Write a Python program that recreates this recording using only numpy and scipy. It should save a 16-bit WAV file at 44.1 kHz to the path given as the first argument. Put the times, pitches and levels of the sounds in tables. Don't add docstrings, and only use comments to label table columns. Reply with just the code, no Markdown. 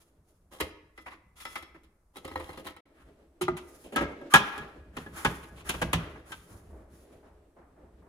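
import sys
import numpy as np
from scipy import signal
from scipy.fft import rfft, irfft, next_fast_len
from scipy.io import wavfile
from scipy.ndimage import uniform_filter1d

SR = 44100
rng = np.random.default_rng(int(sys.argv[2]) if len(sys.argv) > 2 else 0)


def master_out(mix):
    frames = np.transpose(np.atleast_2d(mix))
    ceiling = np.clip(frames, -1, 1)
    pcm = np.round(ceiling * 32767).astype(np.int16)
    wavfile.write(sys.argv[1], SR, pcm)


N = 356328
TIME = np.arange(N) / SR


def from_db(db):
    return 10 ** (np.asarray(db) / 20)


def rms(x):
    return np.sqrt(np.mean(x.mean(axis=0) ** 2) + 1e-20)


def at_hz(points, hz):
    points = np.array(points)
    return np.interp(np.log(np.maximum(hz, 1)), np.log(points[:, 0]), points[:, 1])


def between(rows, start, end):
    return [row for row in rows if start <= row[0] < end]


def dying(t, t60):
    return np.exp(-np.log(1000) * t / t60)


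def band(x, low, high):
    return signal.sosfilt(signal.butter(3, [low, high], "band", fs=SR, output="sos"), x)


def fft_grid(size):
    padded = next_fast_len(size)
    return padded, np.arange(padded // 2 + 1) * SR / padded


def grain(per_s, spread_db, size):
    knots = np.clip(rng.standard_normal(size // 8), -2, 2)
    gain = from_db(spread_db * np.interp(np.arange(size) * per_s / SR, np.arange(len(knots)), knots))
    return gain / np.sqrt(np.mean(gain ** 2))


def stroke(start, length, swell_share, release_t60):
    out, first = np.zeros(N), int(start * SR)
    t = TIME[:min(N - first, int((length + release_t60) * SR))]
    swell = 1 - np.exp(-(t / (swell_share * length)) ** 2)
    out[first:first + len(t)] = swell * dying(np.maximum(t - length, 0), release_t60)
    return out


def resonant(x, modes, peak_db, width_hz):
    padded, hz = fft_grid(N)
    peaks = sum(1 / (1 + 2j * (hz - row[0]) / width_hz) for row in modes)
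    out = irfft(rfft(x, padded) * (1 + from_db(peak_db) * peaks), padded)[:, :N]
    return out / rms(out)


# f/Hz, side over mid/dB
WIDTH = [(60, -30.5), (200, -28), (450, -8.5), (900, -5.5), (1400, -2), (2000, -1.5), (4000, -1),
         (12000, 0)]
def noise(spectrum, size):
    padded, hz = fft_grid(size)
    colour = from_db(at_hz(spectrum, hz)) / (1 + (hz / spectrum[-1][0] / 2) ** 2)
    mid, side = rfft(rng.standard_normal((2, padded))) * colour
    side = side * from_db(at_hz(WIDTH, hz))
    out = irfft(np.array([mid + side, mid - side]), padded)[:, :size]
    return out / rms(out)


def mode(t, hz, t60):
    apart = np.arctan(from_db(at_hz(WIDTH, hz))) * np.array([[1], [-1]])
    phase = 2 * np.pi * (hz * t + rng.random())
    return np.sqrt(2) * np.sin(phase + apart) / np.cos(apart) * dying(t, t60)


REGISTERS = [40, 230, 700, 2400, 6000, 15500]
# f/Hz, t60/s
RING_T60 = [(100, 0.27), (400, 0.089), (1300, 0.14), (3800, 0.19), (10000, 0.048)]
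def blows(rows, modes, colour, grain_db, damping, snap_db, swell_cycles, rise_share, thud_db, crack_db,
          own_db=-40, ring_db=0, detune=0.004):
    size, attack = int(0.35 * SR), int(0.03 * SR)
    t, out = np.arange(size) / SR, np.zeros((2, N + size))
    for s, clack_db, bass_db, treble_db, contact in rows:
        balance_db = np.array([bass_db + thud_db, bass_db, 0, 0.75 * treble_db + crack_db, treble_db])
        rise = rise_share * contact
        hardness = (0.002 / max(rise, 0.0004)) ** 0.78
        start = int(s * SR)
        crush = noise(colour, size) * grain(900, grain_db, size)
        own = [(hz, own_db, 0.07) for hz in np.exp(rng.uniform(np.log(2500), np.log(5500), size=3))]
        for low, high, level_db in zip(REGISTERS, REGISTERS[1:], clack_db + balance_db):
            centre = np.sqrt(low * high)
            held = dying(np.maximum(t - contact, 0), at_hz(RING_T60, centre) / damping)
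            first_touch = 1 + from_db(snap_db) * centre / 10000 * dying(t, 0.0033)
            part = band(crush * first_touch * held, low, high)
            part = part / rms(part[:, :attack])
            for hz, mode_db, t60 in list(modes) + own:
                if low <= hz < high:
                    strength = hardness * from_db(ring_db + mode_db + rng.normal(3.8, 2.3))
                    gripped_hz = hz * (1 + detune * rng.normal())
                    part = part + strength * mode(t, gripped_hz, t60)
            swell_s = rise / (1 + centre / 9000) + swell_cycles / centre
            part = part * (1 - np.exp(-t / swell_s))
            out[:, start:start + size] += from_db(level_db) * part / rms(part[:, :attack])
    return out[:, :N]


# f/Hz, relative level/dB
ROOM_TONE = [(20, -1.5), (55, 2.5), (120, -10.5), (350, -18), (1200, -23), (3000, -43.5), (5500, -38),
             (8000, -36.5), (10200, -33), (12000, -39), (13500, -36.5), (16000, -49.5)]
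# f/Hz, level/dB, start t/s
WHINE = (8020, -96, 2.9)
def background():
    hz, level_db, start = WHINE
    whine = from_db(level_db) * np.sqrt(2) * np.sin(2 * np.pi * hz * TIME) * (TIME > start)
    return from_db(-69.5) * noise(ROOM_TONE, N) + whine


def shaking(struck, t60=0.23):
    keep = dying(2 / SR, t60)
    power = band(struck.mean(axis=0), REGISTERS[0], REGISTERS[2]) ** 2
    return np.sqrt(signal.lfilter([1 - keep], [1, -keep], power + 1e-18))


# t/s, relative rumble/dB, relative rustle/dB
HANDLING = [(0.0, -67.5, -69), (1.2, -67, -87), (1.57, -65, -57.5), (2.05, -77, -85), (2.35, -68, -51),
            (2.8, -80, -70), (3.1, -62, -55.5), (3.35, -70, -64.5), (3.6, -61, -57), (4.27, -62, -47),
            (4.5, -62.5, -44.5), (4.85, -56, -56), (5.6, -52, -52.5), (6.03, -42.5, -46.5),
            (6.42, -62, -59.5), (6.66, -50.5, -61), (7.14, -65.5, -55.5), (7.45, -68, -63.5),
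            (7.8, -61.5, -60.5), (8.08, -57.5, -63)]
# f/Hz, relative level/dB
RUMBLE = [(18, -20.5), (40, -8), (65, 4.5), (110, -12.5), (190, -7), (320, -28.5)]
RUSTLE = [(120, -15.5), (220, -5.5), (330, 0.5), (600, -3.5), (1100, -17.5)]
BOWL_AIR = [(283,), (336,), (412,), (625,)]
# t/s, relative clack/dB, bass/dB, treble/dB, contact/s
HAND_BUMPS = [(6.5, -56.5, 3, -18, 0.045), (6.7, -59.5, 7, -16, 0.12), (7.1, -65, 10, -14.5, 0.034),
              (7.228, -57.5, 2, -33, 0.043), (7.565, -55, 4, -32.5, 0.03), (7.76, -61.5, 8.5, -27, 0.084),
              (8.02, -59.5, 4, -22, 0.054)]
def handling(struck):
    s, rumble_db, rustle_db = np.transpose(HANDLING)
    shake = shaking(struck)
    rumble_gain = np.hypot(from_db(np.interp(TIME, s, rumble_db)), from_db(-14.5) * shake)
    rustle_gain = np.hypot(from_db(np.interp(TIME, s, rustle_db)), from_db(-8.5) * shake)
    rumble = rumble_gain * noise(RUMBLE, N) * grain(27, 4.5, N)
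    bumps = blows(HAND_BUMPS, [], ROOM_TONE, grain_db=1, damping=0.2, snap_db=-11, swell_cycles=0.83,
                  rise_share=0.024, thud_db=-8, crack_db=-29)
    hollow = resonant(noise(RUSTLE, N), BOWL_AIR, peak_db=1.5, width_hz=20)
    rustle = rustle_gain * hollow * grain(22, 3, N)
    return from_db(1) * rumble + from_db(-3) * rustle + from_db(-8) * bumps


# f/Hz, relative level/dB
HISS = [(2500, -7.5), (4500, -3), (7000, 0.5), (8700, -1), (10400, 5.5), (12100, -7.5), (13500, 1.5),
        (16000, -16)]
def friction(rows, body, rasp_db, hiss_db, grain_db, stick_db, swell_share, rasp_t60, hiss_t60):
    rasp = sum(from_db(db) * stroke(s, length, swell_share, rasp_t60) for s, length, db, _ in rows)
    hiss = sum(from_db(db) * stroke(s, length, swell_share, hiss_t60) for s, length, _, db in rows)
    catches = grain(390, grain_db, N) * grain(45, stick_db, N)
    return catches * (from_db(rasp_db) * rasp * body + from_db(hiss_db) * hiss * noise(HISS, N))


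# f/Hz, relative level/dB, t60/s
PLATE_MODES = [(530, -9, 0.2), (1020, -12, 0.076), (1243, -7, 0.2), (1310, -5, 0.2), (1390, -12, 0.2),
               (1785, -9, 0.13), (2020, -6, 0.28), (2070, 2, 0.04), (2315, -5, 0.042), (2700, -8, 0.12),
               (3350, -6, 0.28), (5260, -16, 0.22), (5416, -15, 0.25)]
BOWL_MODES = [(80.5, -1.5, 0.4), (308.5, -4, 0.34), (367, -4, 0.13), (522, 1, 0.19), (820, 15, 0.019),
              (1036, 15.5, 0.022), (1114, -7.5, 0.11), (1258, -0.5, 0.14), (1630, -3.5, 0.012),
              (1930, -5.5, 0.11), (2105, -9.5, 0.22), (2810, -2, 0.13), (3130, -4, 0.12), (3235, -1, 0.11),
              (4022, 6.5, 0.045), (3950, -8.5, 0.14), (4970, -16, 0.18), (5320, -12, 0.076)]
# f/Hz, relative level/dB
DRY_RASP = [(400, -26), (750, -5.5), (1200, -5), (2000, -8), (3300, -4.5), (5000, -13), (8000, -38)]
BOWL_SCRAPE = [(300, 1), (750, 3.5), (1200, -1.5), (2000, -7), (3300, -7), (5000, -19), (8000, -24)]
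# t/s, length/s, relative rasp/dB, relative hiss/dB
PLATE_SLIDES = [(0.0, 0.027, -63, -74), (0.24, 0.12, -79, -86), (0.952, 0.15, -62, -80),
                (1.352, 0.2, -46, -63.5)]
BOWL_SLIDES = [(0.503, 0.18, -45.5, -65), (2.129, 0.1, -54, -71), (2.225, 0.385, -45.5, -67.5),
               (2.662, 0.033, -39, -71)]
def sliding():
    bowl = resonant(noise(BOWL_SCRAPE, N), BOWL_MODES, peak_db=7.5, width_hz=27)
    plate = resonant(noise(DRY_RASP, N), PLATE_MODES, peak_db=5.5, width_hz=70)
    in_bowl = friction(BOWL_SLIDES, bowl, rasp_db=-9.5, hiss_db=1, grain_db=2, stick_db=3.5,
                       swell_share=0.14, rasp_t60=0.12, hiss_t60=0.21)
    on_plate = friction(PLATE_SLIDES, plate, rasp_db=-9.5, hiss_db=5, grain_db=0.5, stick_db=3.5,
                        swell_share=0.089, rasp_t60=0.5, hiss_t60=0.37)
    return on_plate + in_bowl


def crumbs(per_s=60):
    pressure = sum(from_db(rasp_db) * stroke(s, length, swell_share=0.16, release_t60=0.13)
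                   for s, length, rasp_db, _ in BOWL_SLIDES + PLATE_SLIDES)
    breaks = (rng.random(N) < per_s / SR) * rng.standard_normal(N) * pressure
    t = np.arange(SR // 20) / SR
    tick = noise(DRY_RASP, len(t)) * dying(t, t60=0.02)
    return from_db(-13) * signal.fftconvolve(breaks[None], tick, axes=1)[:, :N]


# f/Hz, relative level/dB
BISCUIT_COLOUR = [(40, 2), (80, 5.5), (140, -34), (320, 22), (680, -1), (1050, 3.5), (1500, -3.5),
                  (2000, 1.5), (2500, -2.5), (3700, -4), (6000, -16.5), (10500, -8.5), (15000, -18)]
# t/s, clack/dB, bass/dB, treble/dB, contact/s
BOWL_DROPS = [(0.601, -34.5, 1, -8.5, 0.0097), (2.156, -55, 1, -12, 0.0071), (2.167, -53, 0, -5, 0.0052),
              (2.246, -48.5, 4.5, -10, 0.0066), (2.277, -50, -10, -12.5, 0.0034),
              (2.312, -50.5, 1, -22, 0.0046), (2.357, -36, -5.5, -28.5, 0.0017),
              (2.396, -46, -8, -18.5, 0.0071), (2.491, -48.5, 2, -23, 0.0036),
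              (2.529, -54.5, -5, -15, 0.01), (2.573, -52, 4.5, -11.5, 0.0058),
              (2.593, -64, 11.5, -14, 0.0076), (2.641, -54.5, 3, -7, 0.02),
              (2.664, -45, -11.5, -10.5, 0.0095), (2.695, -57, 0, -12, 0.012),
              (2.764, -55.5, -5.5, -14.5, 0.0041)]
PLATE_CLINKS = [(0.977, -51.5, -5, -20.5, 0.0068), (1.06, -45, -10.5, -24.5, 0.025),
                (1.107, -51.5, -8.5, -21, 0.03), (1.402, -58, -8, -4, 0.012),
                (1.4525, -43, -11, -15.5, 0.0044), (1.536, -83, -13, -7, 0.002),
                (1.5562, -39, -10, -17, 0.0057), (1.625, -56, -0.5, -9.5, 0.0064),
                (1.745, -58, 6, -25, 0.018), (1.834, -77, 8, -2, 0.014)]
def biscuits(settling_from_s=2.0):
    landing = blows(between(BOWL_DROPS, 0, settling_from_s), BOWL_MODES, BISCUIT_COLOUR,
                    grain_db=3.5, damping=2.1, snap_db=16, swell_cycles=1, rise_share=0.67,
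                    thud_db=-13, crack_db=3.5, own_db=-15)
    settling = blows(between(BOWL_DROPS, settling_from_s, np.inf), BOWL_MODES, BISCUIT_COLOUR,
                     grain_db=5, damping=1.97, snap_db=12, swell_cycles=0.45, rise_share=0.56,
                     thud_db=-4, crack_db=3.5, own_db=-16, ring_db=-2.5, detune=0.0348)
    clinks = blows(PLATE_CLINKS, PLATE_MODES, BISCUIT_COLOUR,
                   grain_db=1, damping=1.74, snap_db=20.5, swell_cycles=0.22, rise_share=0.16,
                   thud_db=-3, crack_db=5, own_db=-23, ring_db=-9.5)
    return landing + clinks + settling


# t/s, f/Hz, level/dB, t60/s
THUMPS = [(.615, 75, -47, .3), (2.298, 91.6, -54, .3), (4.345, 199, -21.5, .13), (4.348, 145, -25, .08),
          (4.35, 77, -35, .15), (5.257, 165, -37, .14), (5.823, 160, -34, .11), (5.94, 165, -26.5, .2),
          (5.946, 77, -28, .16), (5.947, 106, -25, .14), (6.505, 102, -45, .35), (6.68, 71, -49, .3),
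          (6.79, 96, -49, .2)]
def thumps():
    t, out = np.arange(SR // 2) / SR, np.zeros(N)
    for s, hz, level_db, t60 in THUMPS:
        start = int(s * SR)
        swing = np.sqrt(2) * np.sin(2 * np.pi * hz * t) * (1 - np.exp(-t * hz))
        out[start:start + len(t)] += from_db(level_db) * swing * dying(t, t60)
    return out


# f/Hz, relative level/dB, t60/s
CLOSED_BOWL_MODES = [(77, -14, 0.2), (163, 4, 0.074), (199, 0, 0.082), (294, -4, .11), (362, -5, 0.099),
                     (562, -8, 0.091), (771, -6, 0.09), (815, -5.5, 0.078), (899, -5, 0.07),
                     (1095, -5, 0.07), (1228, 0, 0.07), (1368, 2, 0.07), (1514, -3, .05), (1656, 5, 0.09),
                     (1703, -4, 0.07), (1897, -7, 0.06), (2442, -10, 0.08), (2627, -12, 0.06),
                     (3068, -5, .06), (3170, -6, .05), (3268, -8, .06), (3582, -8, 0.08)]
# f/Hz, relative level/dB
RUB_COLOUR = [(400, -22.5), (750, -5), (1250, 2), (2000, -3.5), (3300, -11), (5000, -22), (8000, -41)]
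# t/s, length/s, relative rasp/dB, relative hiss/dB
RUBS = [(2.88, 0.13, -57, -78.5), (3.5, 0.25, -58, -62), (4.295, 0.019, -37.5, -52.5),
        (4.41, 0.077, -33.5, -76), (4.92, 0.064, -46.5, -64), (5.115, 0.081, -35.5, -49),
        (5.635, 0.038, -38, -52), (5.97, 0.016, -37.5, -67.5), (6.24, 0.066, -53, -60.5),
        (6.42, 0.085, -61.5, -68), (6.87, 0.085, -62, -68), (7.09, 0.04, -72, -88)]
def rubbing():
    rim = resonant(noise(RUB_COLOUR, N), CLOSED_BOWL_MODES, peak_db=-6, width_hz=30)
    return friction(RUBS, rim, rasp_db=-7, hiss_db=1, grain_db=0, stick_db=2,
                    swell_share=0.87, rasp_t60=0.69, hiss_t60=0.8)


# f/Hz, relative level/dB
PLASTIC_COLOUR = [(40, -18), (90, -2.5), (200, -1.5), (450, -5), (680, -10.5), (1000, 1.5), (1550, -7),
                  (2300, -7.5), (3200, -10), (5000, -23), (8000, -17), (10300, -15), (12200, -21),
                  (13500, -22), (15500, -29.5)]
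# f/Hz, relative level/dB, t60/s
LOOSE_LID_MODES = [(358, 16, 0.135), (645, -1, 0.08), (762, 1, 0.042), (846, 4.5, 0.035), (968, -2, 0.06),
                   (1227, 3, 0.07), (1373, 0, 0.06), (2001, 1, .03), (3330, -7, 0.03), (4000, -5, .04)]
# t/s, clack/dB, bass/dB, treble/dB, contact/s
LID_TAPS = [(3.411, -38.5, 9, -6.5, 0.015), (3.481, -30.5, 3, -32.5, 0.0035),
            (3.567, -48, -11.5, -6.5, 0.015)]
def loose_lid():
    return blows(LID_TAPS, LOOSE_LID_MODES, PLASTIC_COLOUR, grain_db=1.5, damping=1.3, snap_db=6,
                 swell_cycles=1.8, rise_share=0.13, thud_db=-14, crack_db=2.5, ring_db=-1)


# f/Hz, relative level/dB, t60/s
TILTED_LID_MODES = [(279, 6.5, 0.059), (340, 10, 0.041), (570, -2, 0.16), (775, -6.5, 0.11),
                    (860, -4, 0.057), (1273, -2, 0.14), (1340, -0.5, 0.12), (1633, 3, 0.092),
                    (1900, -2, 0.11), (2140, -15, 0.54), (2830, -12, 0.15), (2870, -12.5, 0.17),
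                    (3526, -10.5, 0.16)]
# t/s, clack/dB, bass/dB, treble/dB, contact/s
LID_KNOCKS = [(3.838, -70.5, 21, 5, 0.033), (3.922, -54.5, 13, -9, 0.017), (3.960, -30.5, -2, -15, 0.0045),
              (3.976, -33, -3.5, -31, 0.011), (4.007, -36.5, 6, -24, 0.0096),
              (4.022, -39.5, 0.5, -25, 0.0066), (4.077, -52.5, 3.5, -24, 0.053),
              (4.125, -67, 3.5, -50, 0.0049), (4.213, -56.5, 11, -23, 0.0027),
              (4.3378, -16.5, -12.5, -13.5, 0.0031), (4.3465, -23, -11.5, -20, 0.002),
              (4.3565, -21.5, -11, -17, 0.0057), (4.577, -47, -1, -13.5, 0.0041),
              (4.967, -42.5, 0, -14.5, 0.005), (5.062, -50.5, 1.5, -27, 0.0017),
              (5.248, -25.5, -5, -18.5, 0.0023), (5.425, -58.5, -5.5, -8, 0.018),
              (5.557, -60.5, -20, -7, 0.056), (5.69, -37.5, -3.5, -2, 0.0074),
              (5.739, -44.5, 1, -16, 0.008), (5.815, -32.5, 0, -14, 0.0096), (5.930, -30, -4, -9.5, 0.0056),
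              (6.154, -54.5, -6, -36, 0.0079), (6.303, -62, 8, -26, 0.004),
              (6.3185, -45, -16, -11.5, 0.0022), (7.125, -76, -9, -8, 0.0054)]
def closing_lid(snap_from_s=4.3, grip_from_s=4.5):
    seating = blows(between(LID_KNOCKS, 0, snap_from_s), TILTED_LID_MODES, PLASTIC_COLOUR,
                    grain_db=-1.5, damping=1.2, snap_db=13, swell_cycles=2.5, rise_share=0.091,
                    thud_db=-18.5, crack_db=5, own_db=-22, ring_db=-9, detune=0.02)
    snap = blows(between(LID_KNOCKS, snap_from_s, grip_from_s), CLOSED_BOWL_MODES, PLASTIC_COLOUR,
                 grain_db=3, damping=1.5, snap_db=12.5, swell_cycles=1.8, rise_share=0.1,
                 thud_db=-7.5, crack_db=5, own_db=-22, ring_db=-10)
    locking = blows(between(LID_KNOCKS, grip_from_s, np.inf), CLOSED_BOWL_MODES, PLASTIC_COLOUR,
                    grain_db=2.5, damping=1.71, snap_db=8, swell_cycles=3.5, rise_share=0.254,
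                    thud_db=-3.5, crack_db=5, own_db=-18, ring_db=-9.5, detune=0.04)
    return seating + snap + locking


# t/s, length/s, f/Hz, level/dB
SQUEAKS = [(3.947, 0.018, 1720, -36.5), (4.316, 0.019, 1196, -28)]
# frequency ratio, relative level/dB
SQUEAK_PARTIALS = [(0.998, 2), (1.3, -14.5), (1.87, -18.5), (2.6, -16)]
def squeaks(waver_share=0.014):
    out = np.zeros(N)
    for s, length, hz, level_db in SQUEAKS:
        waver = uniform_filter1d(rng.standard_normal(N), size=100)
        turns = np.cumsum(hz * (1 + waver_share * waver / waver.std())) / SR
        tone = sum(from_db(db) * np.sin(2 * np.pi * ratio * turns) for ratio, db in SQUEAK_PARTIALS)
        push = stroke(s, length, swell_share=0.71, release_t60=0.048)
        out += from_db(level_db) * np.sqrt(2) * tone * push
    return out * grain(450, 1.5, N)


# left delay/s, right delay/s, treble level/dB
ECHOES = [(.0013, 0.0012, -20.5), (.0041, 0.0025, -12), (.0066, .0074, -15)]
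# f/Hz, lift of the left and fall of the right/dB
LEFT_LIFT = [(150, -1), (350, -1.3), (600, 0), (900, 1.2), (1100, -0.5), (1400, 2), (1650, -1.8),
             (1900, 2.1), (2500, -0.6), (3500, 1.5), (6000, -0.95), (12000, 0)]
def nearby_surfaces(x, echo_from_hz=6000):
    padded, hz = fft_grid(N + SR)
    mirrored = hz ** 2 / (hz ** 2 + echo_from_hz ** 2)
    paths, power = 1, 1
    for left, right, level_db in ECHOES:
        gain = from_db(level_db) * mirrored
        paths = paths + gain * np.exp(-2j * np.pi * hz * np.array([[left], [right]]))
        power = power + gain ** 2
    lift_db = at_hz(LEFT_LIFT, hz)
    response = paths / np.sqrt(power) * from_db([lift_db, -lift_db])
    return irfft(rfft(x, padded) * response, padded)[:, :N]


# low f/Hz, high f/Hz, share of the power, lag of the left/s
DIRECT_WAVES = [(1900, 3200, 0.4, -.0002), (8200, 30000, 0.63, .000302)]
def direct_waves(x):
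    padded, hz = fft_grid(N + SR)
    left, right = rfft(x, padded)
    for low, high, most, lag in DIRECT_WAVES:
        share = most / (1 + (low / (hz + 1)) ** 10 + (hz / high) ** 10)
        left = np.sqrt(1 - share) * left + np.sqrt(share) * right * np.exp(-2j * np.pi * hz * lag)
    return irfft(np.array([left, right]), padded)[:, :N]


# nominal f/Hz, t60/s, relative level/dB
KITCHEN_TAIL = [(120, 0.24, 1.5), (450, 0.7, 0.5), (1300, 0.71, -2.5), (3800, 0.55, -3), (10000, 0.13, 1)]
def kitchen(x):
    t = np.arange(SR) / SR
    scatter, tail = noise([(20, 0), (20000, 0)], SR), 0
    for low, high, (_, t60, level_db) in zip(REGISTERS, REGISTERS[1:], KITCHEN_TAIL):
        fade = dying(t, t60) * (1 - np.exp(-(t / 0.0017) ** 2))
        tail = tail + from_db(level_db) * band(scatter, low, high) * fade / np.sqrt(np.sum(fade ** 2))
    return signal.fftconvolve(x.mean(axis=0)[None], tail, axes=1)[:, :N]


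def scene():
    crumbly, taps = biscuits(), loose_lid()
    plastic = closing_lid() + squeaks() + thumps()
    near = crumbly + taps + plastic + rubbing() + sliding() + crumbs()
    room = kitchen(from_db(-9) * crumbly + from_db(-11) * taps + from_db(-9.5) * plastic)
    return direct_waves(nearby_surfaces(near)) + room + handling(crumbly + plastic) + background()


# start t/s, end t/s
DROPOUT = (2.806, 2.856)
def record(dry, stopband_hz=16900):
    live = uniform_filter1d(1.0 * ((TIME < DROPOUT[0]) | (TIME > DROPOUT[1])), size=200)
    heard = np.clip(dry * np.maximum(live, from_db(-51)), -1, 1)
    return signal.sosfilt(signal.cheby2(14, 70, stopband_hz, fs=SR, output="sos"), heard)


dry = scene()
out = record(dry)
master_out(out)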